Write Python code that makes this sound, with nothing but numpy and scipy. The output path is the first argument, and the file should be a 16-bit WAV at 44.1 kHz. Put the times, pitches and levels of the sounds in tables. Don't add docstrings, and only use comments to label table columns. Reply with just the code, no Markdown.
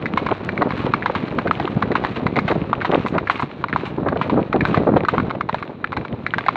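import sys
import numpy as np
from scipy import signal
from scipy.fft import rfft, irfft
from scipy.io import wavfile
from scipy.ndimage import uniform_filter1d, minimum_filter1d

SR = 44100
rng = np.random.default_rng(int(sys.argv[2]) if len(sys.argv) > 2 else 0)


def transcribe(signal):
    frames = np.atleast_2d(signal).T
    limited = np.clip(frames, -1, 1)
    pcm = np.round(limited * 32767).astype(np.int16)
    wavfile.write(sys.argv[1], SR, pcm)


N = 289296
TIME_S = np.arange(N) / SR

# time in seconds, relative level in dB.
AIRFLOW = [(0.0, -30), (0.13, -30.5), (2.32, -29.5), (2.89, -30.5), (3.03, -36.5), (3.18, -31.5),
           (3.47, -39.5), (3.91, -32.5), (4.07, -27.5), (4.43, -28), (4.49, -36), (4.55, -27.5),
           (4.97, -20.5), (5.085, -34.5), (5.2, -23), (5.37, -34.5), (5.61, -38), (6.56, -35.5)]
# peak time in seconds, level in dB.
SPRAYS = [(.27, -40), (.779, -33), (1.172, -34.5), (1.6, -34.5), (2.071, -35), (2.499, -36.5),
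          (2.95, -33.5), (3.35, -35.5), (3.772, -37), (4.23, -37), (4.679, -32.5), (5.14, -37),
          (5.56, -41.5), (5.983, -46), (6.42, -41.5)]
# time in seconds, level in dB.
ROLLING = [(0, -42), (1.3, -42.5), (3.2, -48.5), (4.4, -49), (5.5, -62.5), (6.56, -43.5)]
# start in seconds, relative level in dB.
PEBBLES = [(0.025, -39.5), (0.137, -29.5), (0.314, -32), (0.34, -40), (0.716, -38.5), (0.865, -33.5),
           (1.285, -39), (1.314, -41), (1.553, -34), (1.626, -40), (1.654, -31), (2.616, -39), (2.752, -38),
           (2.805, -37.5), (2.917, -29), (2.946, -25), (3.084, -34), (3.151, -42), (3.308, -34),
           (3.357, -33), (3.395, -36), (3.514, -39.5), (3.738, -37), (4.173, -34.5), (4.429, -40),
           (4.562, -35.5), (5.006, -34.5), (5.035, -40), (5.297, -38), (5.528, -35), (5.584, -40),
           (5.677, -42.5), (5.873, -42), (5.938, -42), (6.012, -42.5), (6.082, -41), (6.127, -40.5),
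           (6.307, -35), (6.408, -33), (6.44, -39)]
# start in seconds, relative level in dB, pitch in Hz, ground hardness in dB,
# delay of the lighter edge in seconds (negative if it lands first).
HOOF_FALLS = [(0.057, -24, 1850, 0.5, 0.0064), (0.175, -13.5, 1036, -8, -0.0017),
              (0.2655, -20, 1040, -4, -0.0031), (0.2878, -22.0, 1150, -25, 0.0054),
              (0.4902, -23.0, 1470, -2, -0.00028), (0.577, -24, 1840, -4.5, -0.001),
              (0.621, -17, 1070, -6.5, -0.0021), (0.7059, -21, 1010, -4.5, 0.015),
              (0.9375, -12, 1156, -7, -0.00074), (1.0237, -25.5, 1700, -9, 0.0053),
              (1.059, -15.0, 1040, -5.5, 0.0021), (1.1506, -22, 1100, -3, 0.0017),
              (1.3862, -17.5, 1070, -6, 0.0014), (1.473, -25.0, 1530, -0.5, 0.0053),
              (1.5106, -13, 1276, -12, 0.00097), (1.5985, -19.5, 800, -7, 0.0024),
              (1.6758, -22, 1200, -18, 0.0012), (1.826, -15, 1120, -8, -0.0028),
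              (1.9171, -26, 664, 1, 0.0036), (1.9551, -14.5, 1135, -6.0, -0.0022),
              (2.048, -17.5, 960, -5.5, -0.0096), (2.266, -18.5, 1115, -5, 0.0029),
              (2.3648, -23.5, 796, 4, -0.0068), (2.3886, -19.5, 1220, 0.5, -0.00027),
              (2.48, -25, 720, 2, -0.0019), (2.5142, -21.5, 1110, -2.5, -0.0035),
              (2.73, -10.5, 1130, -13.5, 0.00014), (2.817, -20.5, 1530, -7.5, -0.0044),
              (2.8511, -16, 956, -6.5, -0.0041), (3.0619, -20.5, 1044, -5.5, 0.007),
              (3.1832, -15.0, 1220, -10.5, -0.003), (3.2717, -21.0, 1550, -6.5, 0.0031),
              (3.298, -8, 1110, -13, 0.0000035), (3.3999, -19.5, 980, -9.5, -0.0041),
              (3.4227, -19, 1040, -12, 0.0062), (3.6399, -16, 1164, -15.5, 0.002),
              (3.684, -32.5, 1170, 2.5, 0.011), (3.728, -19.5, 1590, -15, 0.0066),
              (3.7605, -16.5, 1000, -11.5, -0.0002), (4.0861, -21, 1150, -5, -0.0017),
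              (4.2132, -16, 1145, -12.5, 0.0028), (4.2967, -19.5, 1007, -12, 0.0039),
              (4.529, -18.5, 1080, -6, -0.0013), (4.6077, -20.5, 1730, -3.5, 0.0018),
              (4.6519, -15.5, 1265, -4.5, 0.0011), (4.7435, -17, 1170, -12, 0.0018),
              (4.7736, -18, 700, -7, -0.0042), (4.9698, -18, 903, -9, -0.0056),
              (5.05, -22.5, 1330, -7, -0.00081), (5.0845, -14, 1220, -10, 0.0033),
              (5.181, -17, 1100, -13, 0.000038), (5.1989, -21.5, 1170, -9.5, 0.0029),
              (5.3088, -21, 1080, -9, -0.0054), (5.3505, -24.5, 633, -21, 0.0038),
              (5.4097, -18.0, 1150, -11.5, -0.0019), (5.4941, -18, 975, -9, -0.0048),
              (5.5438, -13.5, 900, -10.5, 0.00026), (5.6255, -24.5, 1170, -8.5, 0.0045),
              (5.8426, -17.5, 1405, -16.5, 0.0025), (5.9282, -22, 1060, -7.5, -0.0077),
              (5.9701, -21.5, 900, -2.5, -0.0036), (6.0508, -27, 1130, -9.5, -0.002),
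              (6.2648, -19.0, 1590, -5, 0.0014), (6.3374, -17.0, 1535, -19, 0.0047),
              (6.3829, -16.0, 920, -4, 0.00063), (6.4638, -22.5, 746, -2.5, -0.0013),
              (6.4839, -10, 1050, -9.5, 0.0039), (6.5565, -22.5, 1000, -4, 0.0013)]
# frequency in Hz, relative level in dB.
WALL_MODES = [(1650, 5.5), (2050, 7), (2400, -10)]
# start in seconds, relative level in dB.
BITES = [(0.173, -27), (1.06, -30), (1.149, -24), (1.957, -24), (2.044, -30), (2.156, -26), (2.365, -26.5),
         (2.479, -21.5), (2.816, -30), (2.852, -26.5), (3.304, -24), (3.355, -31.5), (3.851, -25),
         (4.213, -25), (4.297, -32), (4.744, -27.5), (4.966, -33.5), (5.085, -26), (6.336, -35)]
# start in seconds, dry peak in dB.
CLICKS = [(.18, -8), (0.449, -9.5), (1.352, -21), (5.086, -4.5)]
# start in seconds, length in seconds, relative level in dB, centre in Hz.
BUFFETS = [(0.22, 0.014, -27.5, 297), (0.309, 0.019, -21.5, 557), (0.612, 0.018, -21, 563),
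           (0.648, 0.04, -25.5, 394), (0.861, 0.02, -26, 410), (1.1, 0.0041, -22, 520),
           (1.372, 0.031, -29, 325), (1.453, 0.022, -26, 454), (1.646, 0.0094, -25.5, 470),
           (1.755, 0.024, -21, 166), (1.902, 0.029, -23, 308), (2.361, 0.033, -25, 477),
           (2.501, 0.031, -22, 400), (2.553, 0.012, -23, 292), (2.894, 0.01, -20.5, 313),
           (2.92, 0.04, -19.5, 520), (2.969, 0.019, -23, 250), (3.047, 0.016, -26, 266),
           (3.121, 0.053, -27, 194), (3.138, 0.037, -25.5, 530), (3.432, 0.016, -26.5, 274),
           (3.835, 0.0069, -29, 353), (3.978, 0.024, -25.5, 231), (4.059, 0.025, -24.5, 493),
           (4.126, 0.0038, -22.5, 596), (4.158, 0.011, -25.5, 550), (4.318, 0.03, -22.5, 290),
           (4.358, 0.046, -20.5, 370), (4.54, 0.034, -20, 378), (4.701, 0.028, -28, 200),
           (4.871, 0.0076, -17.5, 455), (4.88, 0.021, -21.5, 427), (4.921, .03, -31, 500),
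           (4.963, 0.012, -17, 396), (5.037, 0.0037, -22.5, 440), (5.136, 0.021, -24.5, 586),
           (5.695, 0.011, -36, 450), (5.972, 0.037, -29.5, 202), (6.111, 0.045, -29.5, 186)]
# start in seconds, level in dB.
SKIDS = [(1.52, -42.5), (2.384, -41), (2.497, -41), (3.066, -34), (3.301, -34), (3.395, -35.5),
         (3.858, -40), (4.67, -38.5)]
# frequency in Hz, relative density in dB.
HISS_SPECTRUM = [(1000, -7), (3200, -6.5), (3900, 3.5), (5000, -20), (9000, -15), (15000, -9.5)]
RUMBLE_SPECTRUM = [(20, -38), (45, -16), (90, 10), (140, 13), (270, 10), (450, 2), (800, -14),
                   (1500, -30.5), (3500, -43), (9000, -56)]
BLAST_SPECTRUM = [(40, -34.5), (130, 2), (320, 17), (540, 15), (950, 6.5), (1600, -6), (3500, -33.5),
                  (9000, -58.5)]
GRIT_SPECTRUM = [(300, -27.5), (700, -1), (1150, 5), (1600, -4), (2200, -4), (3100, -1), (4000, -4.5),
                 (6000, -14), (9000, -23), (15000, -36)]
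SAND_SPECTRUM = [(1500, -20), (4500, -2.5), (7200, -0.5), (15000, -15.5)]
# frequency in Hz, T60 in seconds.
FOREST_T60 = [(300, 0.29), (1200, 0.035), (4000, 0.91), (10000, 0.078)]
# frequency in Hz, gain in dB.
MIC_RESPONSE = [(15, -37.5), (50, -1), (2400, 2), (3200, -7), (4050, -6.5), (5000, -18.5), (7000, -22.5),
                (10000, -30.5), (15000, -28.5)]


def amp(db):
    return 10 ** (np.asarray(db) / 20)


def unit(x):
    return x / np.sqrt(np.mean(x ** 2) + 1e-20)


def unit_energy(x):
    return x / np.sqrt(np.sum(x ** 2) / (SR // 100))


def at_hz(table, hz):
    table_hz, value = np.transpose(table)
    return np.interp(np.log(hz + 1), np.log(table_hz), value)


def follow(curve):
    return amp(np.interp(TIME_S, *np.transpose(curve)))


def add(mix, start_s, sound):
    part = mix[max(round(start_s * SR), 0):][:len(sound)]
    part += sound[:len(part)]


def colour(x, spectrum, shift=1, size=4096):
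    hz = abs(np.fft.fftfreq(size, 1 / SR))
    log_gain = np.log(amp(at_hz(spectrum, hz / shift)))
    taps = np.fft.ifft(np.exp(signal.hilbert(log_gain).conj())).real[:size // 2]
    return signal.fftconvolve(x, taps)[:len(x)]


def wander(rate_hz):
    hz = np.fft.rfftfreq(N, 1 / SR)
    return unit(irfft(rfft(rng.standard_normal(N)) * np.exp(-(hz / rate_hz) ** 2), N))


def grains(per_s, spread_db):
    sizes = amp(spread_db * np.minimum(rng.exponential(1, N), 4))
    return unit(sizes * rng.choice([-1, 1], N) * (rng.random(N) < per_s / SR))


def hiss(level_db=-53):
    return amp(level_db) * unit(colour(rng.standard_normal(N), HISS_SPECTRUM))


def wind_rumble(gain_db=4, gust_db=1, lump_db=5, flutter_db=-4):
    flow = follow(AIRFLOW) * amp(gust_db * wander(rate_hz=17))
    eddies = unit(colour(rng.standard_normal(N), RUMBLE_SPECTRUM) * amp(lump_db * wander(rate_hz=123)))
    flutter = unit(colour(grains(per_s=320, spread_db=2.5), BLAST_SPECTRUM, shift=1.1))
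    return flow * (amp(gain_db) * eddies + amp(flutter_db) * flutter)


def gravel(rise_db_per_s=168, settle_db_per_s=62.5, ticks_db=-5, sand_db=-13, patch_db=6):
    power = follow(ROLLING) ** 2
    for peak_s, db in SPRAYS:
        drop_db = np.maximum(rise_db_per_s * (peak_s - TIME_S), settle_db_per_s * (TIME_S - peak_s))
        power += amp(db - drop_db) ** 2
    coarse = unit(colour(grains(per_s=9000, spread_db=3.5), GRIT_SPECTRUM))
    coarse *= amp(2.5 * wander(rate_hz=90))
    ticks = unit(colour(grains(per_s=80, spread_db=2), GRIT_SPECTRUM, shift=1.3))
    sand = unit(colour(grains(per_s=1400, spread_db=2.5), GRIT_SPECTRUM, shift=1.95))
    sand *= amp(sand_db + patch_db * np.tanh(wander(rate_hz=25)))
    return (coarse + amp(ticks_db) * ticks + sand) * np.sqrt(power)


def pebbles(gain_db=3, decay_s=0.0011, centre_hz=2700):
    out, t = np.zeros(N), np.arange(SR // 50) / SR
    for start_s, db in PEBBLES:
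        tick = colour(rng.standard_normal(len(t)) * np.exp(-t / decay_s), GRIT_SPECTRUM)
        resonance = signal.iirpeak(centre_hz * rng.uniform(.7, 1.35), Q=1.5, fs=SR)
        add(out, start_s, amp(db + gain_db) * unit_energy(signal.lfilter(*resonance, tick)))
    return out


def forest_echo(x, level_db=-21, reflections=1500):
    taps = np.zeros(SR // 2)
    taps[rng.integers(SR // 150, len(taps), reflections)] = rng.standard_normal(reflections)
    hz, t, spectra = signal.stft(taps, SR, nperseg=256)
    decay = amp(-60 * t / at_hz(FOREST_T60, hz)[:, None])
    tail = signal.istft(spectra * decay, SR, nperseg=256)[1]
    return amp(level_db) * signal.fftconvolve(x, tail / np.linalg.norm(tail))[:N]


def clop(t, hz, swell_cycles=1.294, rebound=0.36, rebound_s=0.004):
    swell_s = swell_cycles / hz
    onsets_s = np.array([[0], [rebound_s * rng.uniform(.6, 1.4)]])
    age = np.maximum(t - onsets_s, 0) / swell_s
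    first, second = (age * np.exp(1 - age)) ** 3 * np.cos(2 * np.pi * hz * (t - swell_s))
    return unit_energy(first + rebound * second)


def hoof_edge(t, hz, hard_db, wall_db=-1, wall_t60_s=0.016, shoe_db=-7, shoe_hz=3850,
              scuff=0.11, scuff_s=0.0063, crack_db=-10, crack_s=0.0022):
    force = scuff * rng.standard_normal(len(t)) * np.exp(-t / scuff_s)
    force[SR // 1400] += 1
    mode_hz, mode_db = np.transpose(WALL_MODES)[..., None]
    vary_db = rng.normal(0, 3, mode_hz.shape)
    detune = rng.normal(1, .06, mode_hz.shape)
    modes = amp(mode_db + vary_db - 60 * t / wall_t60_s) * np.cos(2 * np.pi * mode_hz * detune * t)
    wall = unit_energy(signal.fftconvolve(force, modes.sum(0))[:len(t)])
    shoe_resonance = signal.iirpeak(shoe_hz * np.sqrt(detune[0, 0]), Q=6, fs=SR)
    shoe = unit_energy(signal.lfilter(*shoe_resonance, force))
    crack = unit_energy(colour(rng.standard_normal(len(t)) * np.exp(-t / crack_s), GRIT_SPECTRUM))
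    ring = amp(wall_db) * wall + amp(shoe_db) * shoe
    return clop(t, hz) + amp(crack_db) * crack + amp(hard_db) * ring


def hoof_knocks(gain_db=-2.51, light_ratio=0.61, dirt_cutoff_hz=7500):
    out, t = np.zeros(N), np.arange(SR // 20) / SR
    for start_s, db, hz, hard_db, delay_s in HOOF_FALLS:
        gain = amp(db + gain_db)
        add(out, start_s, gain * hoof_edge(t, hz, hard_db))
        light_hz = hz * rng.uniform(.85, 1.2)
        add(out, start_s + delay_s, light_ratio * gain * hoof_edge(t, light_hz, hard_db))
    return signal.lfilter(*signal.butter(2, dirt_cutoff_hz, fs=SR), out)


def crunch(gain_db=9, rise_s=0.0052, crack=1.83, crack_s=0.01, scatter=0.52, scatter_s=0.025):
    force, t = np.zeros(N), np.arange(SR // 4) / SR
    rise = 1 - np.exp(-t / rise_s)
    fade = crack * np.exp(-t / crack_s) + scatter * np.exp(-t / scatter_s)
    for start_s, db in BITES:
        add(force, start_s, amp(db) * rise * fade)
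    return amp(gain_db) * colour(force * grains(per_s=9000, spread_db=3.5), GRIT_SPECTRUM)


def clicks():
    out = np.zeros(N)
    click = colour(signal.unit_impulse(SR // 100), SAND_SPECTRUM)
    for start_s, db in CLICKS:
        add(out, start_s, amp(db) * click / abs(click).max())
    return out


def wind_buffets(gain_db=4.5, lump_db=3.5, spectrum_centre_hz=460, margin_s=0.00353,
                 thump=1.2, thump_cycles=0.92):
    out = np.zeros(N)
    lumps = amp(lump_db * wander(rate_hz=690))
    for start_s, length_s, db, hz in BUFFETS:
        count = int((length_s + 2 * margin_s) * SR)
        air = colour(rng.standard_normal(SR // 2), BLAST_SPECTRUM, hz / spectrum_centre_hz)[-count:]
        air *= lumps[int(start_s * SR):][:count] * signal.windows.tukey(count, .5)
        cycles = hz * (np.arange(count) - count / 2) / SR
        core = thump * np.exp(-(cycles / thump_cycles) ** 2) * np.sin(2 * np.pi * cycles)
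        add(out, start_s - margin_s, amp(db + gain_db) * unit(unit(air) + core))
    return out


def skids(rise_s=0.012):
    out, t = np.zeros(N), np.arange(SR // 8) / SR
    envelope = t / rise_s * np.exp(1 - t / rise_s)
    for start_s, db in SKIDS:
        sand = unit(colour(grains(per_s=5000, spread_db=2)[:len(t)], SAND_SPECTRUM))
        add(out, start_s, amp(db) * sand * envelope)
    return out


def scene():
    horses = hoof_knocks() + crunch() + pebbles() + clicks() + skids()
    return (horses + forest_echo(horses) + gravel() + hiss() + wind_rumble() + wind_buffets())[None]


def record(dry, ceiling=0.94, limiter_samples=100, cutoff_hz=15900):
    heard = colour(dry[0], MIC_RESPONSE)
    needed_gain = np.minimum(1, ceiling / (abs(heard) + 1e-9))
    gain = uniform_filter1d(minimum_filter1d(needed_gain, limiter_samples), limiter_samples)
    lowpass = signal.firwin(511, cutoff_hz, window=("kaiser", 9), fs=SR)
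    return signal.oaconvolve(heard * gain, lowpass, "same")[None]


dry = scene()
out = record(dry)
transcribe(out)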